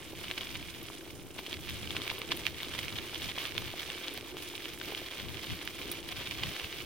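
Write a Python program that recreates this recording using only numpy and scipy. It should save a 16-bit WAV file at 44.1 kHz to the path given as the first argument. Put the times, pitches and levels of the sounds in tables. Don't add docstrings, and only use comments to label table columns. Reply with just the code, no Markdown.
import sys
import numpy as np
from scipy import signal
from scipy.fft import rfft, irfft, next_fast_len
from scipy.io import wavfile
from scipy.ndimage import map_coordinates

SR = 44100
rng = np.random.default_rng(int(sys.argv[2]) if len(sys.argv) > 2 else 0)


def field_ratio(decibels):
    return 10 ** (np.asarray(decibels, dtype=float) / 20)


def bounce(signal):
    frames = np.transpose(np.atleast_2d(signal))
    limited = np.clip(frames, -1, 1)
    pcm = np.round(limited * 32767).astype(np.int16)
    wavfile.write(sys.argv[1], SR, pcm)


N = 302085

# time in seconds, crunch level in dB.
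LOOSE_GRAVEL = [(0.0, -52), (0.18, -48), (0.25, -45.5), (0.85, -49.5), (1.05, -53), (1.3, -59), (1.42, -48),
                (1.6, -50), (1.95, -45.5), (2.5, -45.5), (2.85, -44.5), (3.05, -47.5), (3.4, -42),
                (4.15, -46.5), (4.75, -47), (4.9, -43), (6.0, -46), (6.85, -41)]
# start in seconds, peak in dB, pitch of the ring in Hz.
BIG_STONES = [(0.3126, -18, 2070), (0.3782, -21, 3320), (0.41, -22, 3340), (1.692, -22.5, 4110),
              (1.9068, -19, 3280), (1.9665, -16, 2460), (2.0186, -19.5, 3660), (2.0785, -21, 2480),
              (2.1017, -21, 2430), (2.3181, -18, 3350), (2.3202, -13.5, 1020), (2.3237, -17.5, 3300),
              (2.4668, -11.5, 2460), (2.6475, -26, 3830), (2.789, -22.5, 1900), (2.791, -16, 5340),
              (2.8823, -20.5, 2370), (2.9864, -21, 3400), (3.22, -20.5, 3200), (3.293, -23.5, 2400),
              (3.384, -19, 2960), (3.4542, -21, 2670), (3.58, -14, 3180), (4.0823, -19, 4350),
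              (4.1761, -21, 4360), (4.8142, -20, 1480), (4.9492, -22, 3100), (5.2, -22, 1950),
              (6.433, -22, 2200), (6.4355, -15, 2860)]
# start in seconds, peak in dB.
SMALL_STONES = [(0.2532, -28.5), (0.5545, -25), (1.39, -25), (1.4647, -25), (1.5294, -21), (1.737, -32),
                (1.8742, -29), (2.2176, -20), (2.4544, -23), (2.6035, -25), (2.6318, -21), (2.7385, -27),
                (2.8322, -25), (2.926, -23), (3.146, -23), (3.6809, -33), (3.796, -22.5), (3.9024, -22.5),
                (4.3697, -26), (4.5533, -24), (4.6562, -25), (5.5056, -30), (5.6761, -21), (5.8157, -25.5),
                (6.0898, -22.5), (6.273, -27), (6.3117, -23), (6.5985, -22), (6.7273, -23), (6.8045, -27.5)]
# start in seconds, peak in dB, length in seconds.
CRUMBLING = [(0.378, -25, .006), (0.415, -32.5, .009), (1.519, -30.5, 0.03), (1.677, -25.5, 0.026),
             (2.096, -24.5, 0.017), (2.308, -24, 0.015), (2.472, -29, 0.011), (2.958, -28, 0.011),
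             (2.98, -29, .015), (3.286, -27.5, 0.017), (3.155, -28.5, 0.0077), (5.486, -33.5, 0.047),
             (6.26, -28.5, 0.013), (1.381, -31, .014), (3.364, -34, 0.062), (6.207, -29.5, .025),
             (1.953, -28.5, 0.028)]
# frequency in Hz, left-right likeness (1 is the same).
PORT_LIKENESS = [(300, 1), (1050, 0.85), (1800, 0.33), (2300, 0.76), (3400, 0.82), (4300, 0.4),
                 (5500, 0.23), (8000, 0.075)]


def unit(x):
    return x / np.sqrt(np.mean(x ** 2) + 1e-20)


def along(points, hz):
    f, v = np.transpose(points)
    return np.interp(np.log(hz + 1), np.log(f + 1), v)


def wobble(rate):
    return map_coordinates(rng.standard_normal(int(N * rate / SR) + 4), [np.arange(N) * rate / SR])


def swells(rows):
    out = np.zeros(N)
    for s, db, width in rows:
        first = max(0, round((s - 3 * width) * SR))
        last = min(N, round((s + 3 * width) * SR))
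        near = np.arange(first, last)
        out[near] += db * np.exp(-.5 * ((near / SR - s) / width) ** 2)
    return out


def causal(spectrum, size):
    cepstrum = irfft(np.log(field_ratio(along(spectrum, np.fft.rfftfreq(size, 1 / SR)))), size)
    cepstrum[1:size // 2] *= 2
    cepstrum[size // 2 + 1:] = 0
    return np.exp(rfft(cepstrum))


def heard(pair, spectrum, alike):
    size = 2 * next_fast_len(pair.shape[1] // 2 + 4096)
    hz = np.fft.rfftfreq(size, 1 / SR)
    turn = np.arccos(np.clip(along(alike, hz), -1, 1)) / 2
    mid, side = rfft(pair, size) * causal(spectrum, size) * [np.cos(turn), np.sin(turn)]
    return irfft(np.array([mid + side, mid - side]), size)[:, :pair.shape[1]]


def contacts(per_second, spread_db, t60, clump, bed):
    chance, size = rng.random((2, N))
    starts = (chance < per_second * clump / SR) * field_ratio(-spread_db * np.log(size + 0.068))
    fade = field_ratio(-60 / (t60 * SR))
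    bursts = unit(signal.lfilter([1], [1, -fade], starts))
    swell = np.sqrt(bursts ** 2 + bed * np.sqrt(clump))
    return swell * rng.standard_normal((2, N))


def looseness():
    # centre in seconds, change in dB, width in seconds.
    hard_patches = [(.15, -4.5, 0.025), (.66, -1.5, 0.049), (1.6, -4, .04), (1.43, -3.5, 0.014),
                    (2.28, -1.5, 0.046), (2.54, -4, 0.027), (2.95, -4, 0.008), (3.34, -6, 0.023),
                    (3.53, -5, 0.047), (3.74, -1.5, 0.023), (4.0, -3, 0.027), (4.21, -6, .02),
                    (4.345, -7, 0.017), (4.58, -2, 0.046), (4.78, -9, 0.024), (5.1, -2.5, 0.084),
                    (5.31, -6, 0.038), (5.6, -2.5, 0.09), (6.02, -8, 0.02), (6.15, -3.5, 0.011),
                    (6.38, 0, 0.026), (6.66, -3, 0.067), (6.85, -5.5, 0.038), (1.72, 0.5, 0.013),
                    (3.96, -0.5, .03), (5.06, 2, 0.014), (.35, -2, .02), (.49, -0.5, .03)]
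    grind_s, grind_db, grind_from_db = 0.006, 0.1855, -26.5
    rises = []
    for s, db, *_ in [*BIG_STONES, *SMALL_STONES]:
        rises.append((s, grind_db * (min(db, -20) - grind_from_db), grind_s))
    for s, _, length in CRUMBLING:
        rises.append((s + length / 2, 1.5, length / 2 + 0.0035))
    lie_s, lie_db = np.transpose(LOOSE_GRAVEL)
    lie = np.interp(np.arange(N) / SR, lie_s, lie_db)
    uneven = 1.05 * wobble(12)
    crunch_db = lie - .8 + uneven + swells(rises) + swells(hard_patches)
    grit_db = -54.5 + 0.31 * (crunch_db + 48) + 0.55 * wobble(3.2)
    return crunch_db, grit_db


def crunch(crunch_db, grit_db):
    # frequency in Hz, level in dB per Hz.
    gravel_tone = [(290, -51.5), (500, -11), (794, -14.5), (1060, -10), (1420, -8.5), (1890, -5.5),
                   (2280, 1), (2600, -2), (3000, 1.5), (3450, 0.5), (3900, -3.5), (6200, -14.5),
                   (6900, -24), (16000, -24)]
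    grit_tone = [(3000, -42), (5000, 0), (6300, 0.5), (7200, -1.5), (9000, 1), (10500, -1), (12500, -13),
                 (16000, -29)]
    dust_tone = [(8000, -32), (11000, -9), (12500, -2.5), (16000, -4)]
    clump = field_ratio(.8 * wobble(30) + 3.2 * wobble(75))
    coarse = fine = 0
    for tilt_db in (-4, 4):
        colour = [(hz, db + tilt_db * np.log2(hz / 2800)) for hz, db in gravel_tone]
        own = clump * field_ratio(2.2 * wobble(35))
        touches = contacts(520, spread_db=2.5, t60=0.002, clump=own, bed=0.69)
        coarse = coarse + heard(touches, colour, PORT_LIKENESS)
    for colour in (grit_tone, dust_tone):
        own = clump ** 0.65 * field_ratio(1.4 * wobble(30))
        touches = contacts(640, spread_db=10.5, t60=0.021, clump=own, bed=0.67)
        fine = fine + heard(touches, colour, [(8000, 0.025)])
    return field_ratio(crunch_db + 2.0) * unit(coarse) + field_ratio(grit_db + 0.5) * unit(fine)


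def pebble_hz(z):
    return 3100 * np.exp(0.4 * z)


def cracks():
    first = [*BIG_STONES]
    for (s, db), z in zip(SMALL_STONES, rng.standard_normal(len(SMALL_STONES))):
        first.append((s, db, pebble_hz(z)))
    nudge_s, nudge_db, nudge_scatter_db = .014, -11.5, 4
    nudged = []
    for (s, db, _), (a, b, c) in zip(first, rng.standard_normal((len(first), 3))):
        peak_db = min(db, -20) + nudge_db + nudge_scatter_db * b
        nudged.append((s + nudge_s * a, peak_db, pebble_hz(c)))
    runs = []
    for s, db, length in CRUMBLING:
        for u, (a, b, c) in zip(np.linspace(0, 1, num=6), rng.standard_normal((6, 3))):
            peak_db = db - .7 - 6 * (u - .5) ** 2 + 1.3 * b
            runs.append((s + length * (u + .08 * a), peak_db, pebble_hz(c)))
    lie_s, lie_db = np.transpose(LOOSE_GRAVEL)
    strays = []
    for s, (b, c) in zip(rng.uniform(.01, 6.8, size=170), rng.standard_normal((170, 2))):
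        strays.append((s, np.interp(s, lie_s, lie_db) + 15.5 + 2.5 * b, pebble_hz(c)))
    return first + nudged + runs + strays


def stones():
    # frequency in Hz, level in dB per Hz.
    crack_tone = [(300, -29), (800, -10), (1500, -6), (2300, 1), (2600, -1), (3000, 3), (3450, 3),
                  (4000, -2), (6000, -11), (8000, -19), (16000, -25)]
    drive, t = np.zeros((2, N + SR)), np.arange(1500) / SR
    rows = cracks()
    draws = rng.standard_normal((len(rows), 2, len(t)))
    for (s, db, hz), noise in zip(rows, draws):
        ring = np.cos(2 * np.pi * hz * t) * field_ratio(-60 * t * hz / 14)
        push = field_ratio(-60 * t / 0.00026) + 0.21 * ring
        splinters = noise * (0.14 * field_ratio(-60 * t / 0.006) + 0.054 * field_ratio(-60 * t / 0.071))
        off_centre = [[1], [noise[1, -1]]]
        start = round((s - .0002) * SR)
        drive[:, start:][:, :len(t)] += field_ratio(db + 7.5) * (off_centre * push + splinters)
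    return heard(drive[:, :N], crack_tone, PORT_LIKENESS)


def knocks():
    # start in seconds, peak in dB, pitch of the ring in Hz.
    thuds = [(0.1365, -44.5, 724), (0.3121, -40, 1000), (0.4165, -46, 1060), (0.902, -40, 1000),
             (1.3927, -38, 905), (1.9067, -56, 890), (1.952, -39, 1060), (2.116, -34.5, 980),
             (2.2192, -42, 1060), (2.3192, -49, 1020), (2.4657, -62, 990), (2.788, -42, 1100),
             (3.3799, -34.5, 970), (3.5793, -56, 1040), (3.7405, -38, 676), (3.8898, -42, 740),
             (4.1807, -41, 630), (4.3697, -41, 955), (4.5396, -42, 845), (4.8153, -50, 1030),
             (4.9227, -37.5, 696), (5.0188, -41.5, 634), (6.2087, -45, 1020), (6.433, -50, 970)]
    out, t = np.zeros(N + SR), np.arange(SR // 50) / SR
    for s, db, hz in thuds:
        ring = np.sin(2 * np.pi * hz * t) * field_ratio(-60 * t * hz / 5)
        pull = 0.51 * np.sin(np.pi * hz * t) * field_ratio(-60 * t / 0.0042)
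        out[round((s - .001) * SR):][:len(t)] -= field_ratio(db + 9) * (ring + pull)
    return out[:N]


def frame(shake):
    # pitch in Hz, level in dB.
    tubes = [(680, -9), (1050, -14), (1210, -10), (1570, -8.5), (1740, -9)]
    hz = np.fft.rfftfreq(N, 1 / SR)
    modes = 0
    for tube_hz, db in tubes:
        damping = 45j * hz
        modes = modes + field_ratio(db) * damping / (tube_hz ** 2 - hz ** 2 + damping)
    return irfft(rfft(shake.mean(axis=0)) * modes, N)


def spits():
    # start in seconds, peak in dB.
    sprays = [(0.3846, -41), (0.8296, -39), (1.3959, -42), (1.694, -40), (1.698, -40), (2.0777, -36),
              (2.1156, -40), (2.1878, -38), (2.1929, -40), (2.368, -33), (2.3736, -38), (2.4658, -38),
              (2.631, -39), (2.791, -39), (3.582, -40), (4.139, -35), (4.1765, -38), (4.4209, -42),
              (4.4309, -40), (4.7406, -42), (4.787, -42), (5.6532, -38), (4.93, -42), (6.47, -42),
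              (3.42, -42), (5.915, -34), (5.917, -27.5), (5.921, -40), (6.0859, -40)]
    swell, t = np.zeros(N + SR), np.arange(SR // 20) / SR
    burst = t / 0.00089 * np.exp(1 - t / 0.00077) + field_ratio(-8.5 - 20 * t / 0.015)
    for s, db in sprays:
        swell[round((s - .0007) * SR):][:len(t)] += field_ratio(db) * burst
    colour = [(6500, -41), (9000, -4.5), (12000, -4), (16000, -5.0)]  # (Hz, dB per Hz)
    hiss = heard(rng.standard_normal((2, N)), colour, [(8000, 0.14)])
    return field_ratio(-3.0) * swell[:N] * unit(hiss)


def drum():
    # frequency in Hz, level in dB per Hz.
    hum_tone = [(150, -34), (230, -8), (330, 4), (420, -1.5), (560, -9.5), (900, -15), (1500, -19),
                (3000, -45)]
    # centre in seconds, dB over the usual hum, width in seconds.
    weight_swings = [(.43, 1, 0.028), (1.2, 2.5, 0.041), (2.0, 4.5, 0.033), (2.25, 5, 0.13),
                     (3.03, 3.5, 0.079), (3.57, 3, .06), (4.33, 3, 0.17), (4.9, 5.5, 0.05),
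                     (5.28, 3.5, 0.043), (5.92, 4.5, 0.11), (6.65, 0, 0.11)]
    lumps = contacts(150, spread_db=4.0, t60=0.005, clump=0.86, bed=1.84)
    hum = unit(heard(lumps, hum_tone, [(250, 0.98), (600, 0.7)]))
    return field_ratio(-51.5 + swells(weight_swings) + 0.15) * hum


def buffet():
    # frequency in Hz, level in dB per Hz.
    wind_tone = [(12, -32), (25, -13.5), (60, -1.5), (105, -1), (200, -6.5), (350, -16), (600, -37),
                 (1500, -41)]
    # centre in seconds, dB over the calm, width in seconds.
    wind_gusts = [(.21, 5, 0.09), (.6, 7, 0.15), (1.21, 5.5, 0.088), (1.6, 9.5, 0.085), (1.74, 7, 0.033),
                  (1.87, 10.5, 0.074), (2.08, 4.5, 0.07), (2.43, 7, 0.1), (2.85, 10.5, 0.16),
                  (1.98, 6.5, 0.026), (3.28, 9.5, 0.054), (3.62, 12, 0.067), (3.86, 4, 0.033),
                  (4.86, 4, 0.019), (5.28, 10, 0.074), (5.53, 15, 0.034), (5.82, 3, 0.11), (6.2, 6, 0.17),
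                  (6.48, 13.5, 0.037), (6.65, 10, 0.02), (6.85, 6, 0.035)]
    lumps = field_ratio(2.4 * np.array([wobble(17), wobble(17)]))
    rush = heard(rng.standard_normal((2, N)), wind_tone, [(60, 0.055), (200, 0.29)])
    return field_ratio(-58.5 + swells(wind_gusts) + 3.5) * unit(lumps * rush)


def scene():
    gravel = crunch(*looseness()) + stones() + knocks()
    return gravel + frame(gravel) + spits() + drum() + buffet()


def top_cut(x):
    return signal.sosfilt(signal.butter(12, 16830, fs=SR, output="sos"), x)


def record(dry):
    # frequency in Hz, left-right difference in dB.
    left_louder = [(60, 3.5), (125, 3.5), (330, -1.5), (1100, 1), (1700, -0.5), (2300, -4.5), (2900, -4),
                   (3800, 1), (5400, -4), (7200, -1), (10000, -4.5), (11300, -2), (14000, -5)]
    # frequency in Hz, lead in radians.
    left_lead = [(860, 0.03), (1980, -0.26), (3530, 1.0), (4650, -0.47), (5300, -1.9), (6000, -0.44)]
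    size = next_fast_len(N + 4096)
    hz = np.fft.rfftfreq(size, 1 / SR)
    half = field_ratio(along(left_louder, hz) / 2) * np.exp(.5j * along(left_lead, hz))
    ports = irfft(rfft(dry, size) * np.array([half, 1 / half]) * (hz < 15900), size)[:, :N]
    return top_cut(ports - .0006)


dry = scene()
out = record(dry)
bounce(out)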